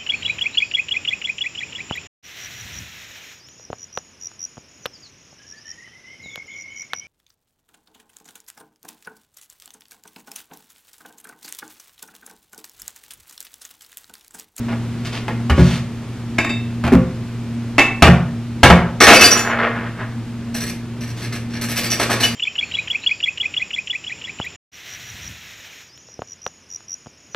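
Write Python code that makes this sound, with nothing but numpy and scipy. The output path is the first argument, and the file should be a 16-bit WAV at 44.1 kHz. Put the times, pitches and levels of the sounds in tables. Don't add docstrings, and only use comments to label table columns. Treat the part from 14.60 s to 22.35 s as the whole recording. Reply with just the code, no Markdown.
import sys
import numpy as np
from scipy import signal
from scipy.fft import rfft, irfft, next_fast_len
from scipy.io import wavfile

SR = 44100
rng = np.random.default_rng(int(sys.argv[2]) if len(sys.argv) > 2 else 0)


def master_out(mix):
    frames = np.transpose(np.atleast_2d(mix))
    ceiling = np.clip(frames, -1, 1)
    pcm = np.round(ceiling * 32767).astype(np.int16)
    wavfile.write(sys.argv[1], SR, pcm)


N = 341775
TIME = np.arange(N) / SR


def from_db(db):
    return 10 ** (np.asarray(db) / 20)


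def unit_rms(x):
    return x / np.sqrt(np.mean(x ** 2) + 1e-20)


def at_hz(points, hz):
    point_hz, values = np.transpose(points)
    return np.interp(np.log(np.maximum(hz, 1)), np.log(point_hz), values)


def add(track, sound, start_s):
    start = round(start_s * SR)
    track[start:start + len(sound)] += sound[:N - start]


def drift(rate_hz):
    pole = np.exp(-200 * np.pi * rate_hz / SR)
    slow = signal.lfilter([1], [1, -2 * pole, pole * pole], rng.standard_normal(N // 100 + 1002))[1000:]
    return np.interp(np.arange(N) / 100, np.arange(len(slow)), unit_rms(slow))


def coloured(x, colour, top_hz=SR):
    hz = np.fft.rfftfreq(x.shape[-1], 1 / SR)
    gain = from_db(at_hz(colour, hz)) / np.hypot(1, (hz / top_hz) ** 2)
    return unit_rms(irfft(rfft(x) * gain, x.shape[-1]))


def stereo_noise(size):
    # (frequency [Hz], correlation [0..1])
    likeness = [(100, .995), (2600, .975), (4200, .45), (7000, .5), (13000, .8)]
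    alike = at_hz(likeness, np.fft.rfftfreq(size, 1 / SR))
    mid, side = rfft(rng.standard_normal((2, size)))
    return unit_rms(irfft(np.sqrt(1 + alike) * mid + np.sqrt(1 - alike) * side * [[1], [-1]], size))


def grains(per_s):
    return (rng.random(N) < per_s / SR) * rng.standard_normal(N)


def strikes(blows, modes, colour, clack_t60_s, focus_db, focus_octaves, contacts_per_s, swell_s):
    clacks, rings = np.zeros((2, N))
    swell = 1 - np.exp(-TIME[:SR] / swell_s)
    energy_pole = from_db(-120 / (clack_t60_s * SR))
    for s, clack_db, top_hz, ring_db, centre_hz, chatter_s in blows:
        jitter, force = rng.random((2, 64))
        count = int(1 + chatter_s * contacts_per_s)
        contact_s = (np.arange(count) + jitter[:count]) / count * chatter_s
        contacts = np.zeros(SR)
        contacts[(contact_s * SR).astype(int)] = .5 + .5 * force[:count]
        contacts[0] = 1
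        energy = swell ** 2 * signal.lfilter([1], [1, -energy_pole], contacts ** 2 + 1e-18)
        noise = coloured(rng.standard_normal(SR), colour, top_hz)
        add(clacks, from_db(clack_db) * np.sqrt(energy / energy.max()) * noise, s)
        for hz, mode_db, t60_s in modes:
            pole, step_rad = from_db(-60 / (t60_s * SR)), 2 * np.pi * hz / SR
            mode = swell * signal.lfilter([1, -1], [1, -2 * pole * np.cos(step_rad), pole ** 2], contacts)
            loss_db = focus_db * np.tanh(abs(np.log2(hz / centre_hz)) / focus_octaves)
            peak = rng.choice([-1, 1]) * from_db(ring_db + mode_db - loss_db)
            add(rings, peak * mode / abs(mode).max(), s)
    return clacks, rings


def refrigerator():
    # (frequency [Hz], rms level [dB], waver [dB])
    tones = [(118.2, -28.5, 2), (111.6, -44.5, 7), (234, -30, -0.9), (235, -39, 6)]
    hum = np.zeros(N)
    for hz, level_db, waver_db in tones:
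        amplitude = np.sqrt(2) * from_db(level_db + waver_db * drift(rate_hz=4.3))
        hum += amplitude * np.sin(2 * np.pi * hz * TIME + 0.24 * drift(rate_hz=4.3))
    return hum


def room_air():
    # (frequency [Hz], level [dB])
    colour = [(25, -7.5), (90, 1.5), (200, 2), (350, -3.5), (520, -13), (2500, -20.5), (8000, -31.5),
              (15500, -43.5)]
    return from_db(-32) * coloured(stereo_noise(N), colour)


def woodwork():
    # (time [s], clack [dB], chatter [s])
    knocks = [(.083, -29, .05), (0.68, -19.5, .003), (4.407, -3, .02), (4.468, 1.5, .07),
              (4.765, -14, .004), (5.020, -30.5, 0.011), (7.398, -15, .025), (7.494, -16, .045)]
    # (time [s], clack [dB], chatter [s], thud centre [Hz])
    pulls = [(.897, -13, 0.0065, 155), (2.238, -18, .045, 245)]
    # (time [s], clack [dB], boom centre [Hz], bounce delay [s], bounce loss [dB])
    slams = [(3.422, 3, 113, .048, 10), (4.031, 5, 91, .069, 4)]
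    # (frequency [Hz], level [dB], t60 [s])
    modes = [(64.5, 0.5, 0.2), (80, -1, 0.36), (110.6, -4.5, 0.14), (133.4, -1.5, 0.47), (168.3, 0, 0.29),
             (177.8, 2, 0.31), (226.5, -5, 0.23), (262.2, -2, 0.16), (362.2, -2, 0.26), (423.4, -5, 0.15),
             (519, -4.5, 0.42), (578.7, -6, 0.38)]
    # (frequency [Hz], level [dB])
    colour = [(60, -41), (200, -4), (600, 1.5), (1200, 0), (2400, -2), (4000, -9.5), (8000, -8.5),
              (15000, -8.5)]
    blows, second_dulling = [], 0.65

    def blow(s, clack_db, boom_db, centre_hz, chatter_s, dulling=1):
        top_hz = dulling * 3520 * 2 ** (clack_db / 47)
        blows.append((s, clack_db, top_hz, boom_db, centre_hz, chatter_s))

    for s, db, chatter_s in knocks:
        blow(s, db, boom_db=db - 22, centre_hz=328, chatter_s=chatter_s)
    for s, db, chatter_s, thud_hz in pulls:
        blow(s, db, boom_db=db + 3.5, centre_hz=0.49 * thud_hz, chatter_s=chatter_s)
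        blow(s + .081, clack_db=-19, boom_db=0, centre_hz=thud_hz, chatter_s=.035, dulling=second_dulling)
    for s, db, boom_hz, bounce_s, loss_db in slams:
        blow(s, db, boom_db=db - 2, centre_hz=boom_hz, chatter_s=.009)
        blow(s + bounce_s, db - loss_db, boom_db=3.5, centre_hz=165, chatter_s=.009,
             dulling=second_dulling)
    return strikes(blows, modes, colour, clack_t60_s=0.05, focus_db=14.5, focus_octaves=0.94,
                   contacts_per_s=170, swell_s=0.00082)


def rubs():
    # (time [s], length [s], level [dB], top [Hz])
    strokes = [(0.443, 0.045, -33.5, 5700), (0.514, 0.08, -32.5, 4530), (0.935, 0.28, -31, 6000),
               (6.558, 0.064, -37, 9000), (7.007, 0.84, -35.5, 6500)]
    # (frequency [Hz], level [dB])
    colour = [(40, -19), (600, -6.5), (2400, -6.5), (5000, -10), (15000, -17)]
    track, slips = np.zeros(N), grains(per_s=5000)
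    for s, length_s, level_db, top_hz in strokes:
        swell = signal.windows.tukey(int(length_s * SR), .5)
        friction = coloured(np.roll(slips, -int(s * SR))[:SR], colour, top_hz)
        add(track, from_db(level_db) * swell * friction[:len(swell)], s)
    return track


def drinking_glass():
    # (time [s], clack [dB], ring [dB], ring centre [Hz], chatter [s])
    knocks = [(1.783, -7, -13, 2200, .008), (1.845, -15.5, -19.5, 3680, .004),
              (1.893, -22, -16.5, 3790, 0.016), (3.181, -1, -11.5, 2570, 0.016)]
    # (frequency [Hz], level [dB], t60 [s])
    modes = [(865, -1.5, 0.18), (1093, -4, .7), (1840, -1, 0.13), (2200, 2, 0.13), (2350, -15, 0.067),
             (2630, -1, 0.47), (2660, 0.5, 0.71), (3680, -6, 0.31), (4750, -5, 0.2), (7330, -5, 0.26)]
    # (frequency [Hz], level [dB])
    colour = [(80, -10.5), (300, -3), (900, -7.5), (1500, -7.5), (2200, 2), (3300, -15.5), (7000, -14.5),
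              (15000, -18)]
    top_hz = 3440
    blows = [(s, clack_db, top_hz, ring_db, hz, chatter_s)
             for s, clack_db, ring_db, hz, chatter_s in knocks]
    return strikes(blows, modes, colour, clack_t60_s=0.026, focus_db=16.5, focus_octaves=0.24,
                   contacts_per_s=200, swell_s=0.00068)


def cutlery():
    # (first [s], last [s], clashes [count], first [dB], last [dB], top [Hz], ring [Hz])
    runs = [(4.403, 4.592, 4, -2, -10, 6500, 5785), (5.942, 6.062, 3, -21, -23, 12500, 5785),
            (6.406, 6.472, 2, -30.5, -33, 8500, 5785), (6.616, 6.722, 2, -26.5, -24, 6800, 2260),
            (6.899, 6.935, 2, -35, -27.5, 4540, 5615), (7.011, 7.306, 5, -19.5, -18, 14100, 13600),
            (7.395, 7.6, 3, -14, -13.5, 8400, 9082)]
    # (time [s], ring [dB], pitch [Hz])
    clinks = [(4.532, -8.5, 2602), (4.542, -10, 4732), (4.608, -2, 2602), (4.640, -3, 4732),
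              (4.707, -9.5, 5785), (4.767, -14.5, 6971), (7.165, -15.5, 13600), (7.238, -24, 4582),
              (7.302, -15.5, 5785), (7.632, -10.5, 2955)]
    # (frequency [Hz], level [dB], t60 [s])
    modes = [(2000, -20, 0.15), (2260, -9, 0.24), (2602, -1, 0.29), (2955, 1, 0.2), (3480, -5, 0.12),
             (4582, -5.5, 0.37), (4732, -3, 0.23), (5615, 1.5, 0.087), (5785, 8, 0.055), (6971, -2, 0.24),
             (9082, -7.5, 0.13), (9600, -2, 0.2), (10640, -4, 0.25), (11900, -13, .25), (13600, -5, .2)]
    # (frequency [Hz], level [dB])
    colour = [(40, -18), (400, -4), (1000, -15.5), (2200, -3.5), (3600, -6), (5800, -4), (8000, -8.5),
              (13500, -8.5), (16000, -14)]
    clink_clack_db, clink_top_hz, clink_chatter_s = -3, 9000, .028
    clash_ring_db, clash_chatter_s = -11.5, .042
    blows = [(s, db + clink_clack_db, clink_top_hz, db, hz, clink_chatter_s) for s, db, hz in clinks]
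    for first_s, last_s, count, first_db, last_db, top_hz, hz in runs:
        for s, db in np.linspace((first_s, first_db), (last_s, last_db), count):
            blows.append((s, db, top_hz, db + clash_ring_db, hz, clash_chatter_s))
    return strikes(blows, modes, colour, clack_t60_s=0.044, focus_db=13.5, focus_octaves=0.036,
                   contacts_per_s=160, swell_s=0.0024)


def cutlery_heap(clatter, t60_s, tinkle_db, tone_count):
    t = TIME[:SR // 4]
    hz = np.linspace(1400, 15000, tone_count) + rng.uniform(-110, 110, tone_count)
    tones = rng.standard_normal(tone_count) @ np.sin(2 * np.pi * hz[:, None] * t)
    tones *= from_db(-60 * t / t60_s)
    tinkle = signal.fftconvolve(clatter, tones / np.linalg.norm(tones))[:N]
    tray = signal.sosfilt(signal.butter(1, 2200, fs=SR, output="sos"), clatter)
    return tray + from_db(tinkle_db) * tinkle


def drawer_roll():
    # (time [s], relative level [dB])
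    travel = [(4.62, -4.5), (4.652, -22), (4.848, -24), (4.908, -16), (5.086, -21.5), (5.278, -29.5),
              (5.35, -48), (5.41, -23.5), (5.48, -48)]
    # (frequency [Hz], level [dB])
    colour = [(40, -35), (560, 2.5), (760, -2.5), (1700, 2.5), (2400, -7), (3500, -17.5), (14000, -63)]
    s, level_db = np.transpose(travel)
    effort_db = np.interp(TIME, s, level_db, left=-120, right=-120) + 3.5 * drift(rate_hz=12.3)
    return from_db(effort_db - 3) * coloured(grains(per_s=1500), colour)


def kitchen_reverb(x, build_s):
    # (frequency [Hz], t60 [s])
    decays = [(100, 0.46), (600, 0.47), (3000, 0.36), (14000, 0.26)]
    t, hz = TIME[:SR], np.fft.rfftfreq(SR, 1 / SR)
    spectrum, centres_hz = rfft(stereo_noise(SR)), np.array(decays)[:, 0]
    tail = np.zeros((2, SR))
    for centre_hz, t60_s in decays:
        band = at_hz(np.c_[centres_hz, centres_hz == centre_hz], hz)
        tail += irfft(spectrum * band, SR) * from_db(-60 * t / t60_s)
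    tail = unit_rms(tail * (1 - np.exp(-t / build_s))) / np.sqrt(SR)
    return signal.fftconvolve(x[None], tail, axes=1)[:, :N]


def microphone_ports(x):
    # (frequency [Hz], angle [rad])
    phases = [(3300, 0.16), (5500, 1.15), (7200, 1.56), (13000, 1.97)]
    size = next_fast_len(N + SR)
    phase_rad = at_hz(phases, np.fft.rfftfreq(size, 1 / SR))
    return irfft(rfft(x, size) * np.exp(.5j * phase_rad * [[1], [-1]]), size)[:, :N]


def gain_control(x, threshold_db, slope):
    power = signal.lfilter([.0005], [1, -.9995], np.mean(x ** 2, axis=0))
    cut_db = slope * np.maximum(10 * np.log10(power + 1e-12) - threshold_db, 0)
    return x * from_db(-np.maximum.accumulate(cut_db))


def scene():
    wood_clack, boom = woodwork()
    glass_clack, chime = drinking_glass()
    clatter, jingle = cutlery()
    heap = cutlery_heap(clatter, t60_s=0.02, tinkle_db=-5, tone_count=128)
    noises = wood_clack + glass_clack + heap + rubs() + drawer_roll()
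    rings = chime + jingle
    direct = from_db(0.5) * noises + from_db(1.5) * rings + boom
    to_walls = from_db(-0.5) * noises + from_db(-6) * rings + from_db(-9.5) * boom
    reverb = kitchen_reverb(to_walls, build_s=0.00065)
    return microphone_ports(direct + reverb + room_air() + refrigerator())


def record(dry):
    knee, cutoff_hz = 10, 15400
    held = gain_control(dry, threshold_db=-15.5, slope=0.16)
    flattened = held / (0.5 + abs(held) ** knee) ** (1 / knee)
    return signal.sosfilt(signal.ellip(10, .1, 80, cutoff_hz, fs=SR, output="sos"), flattened)


dry = scene()
out = record(dry)
master_out(out)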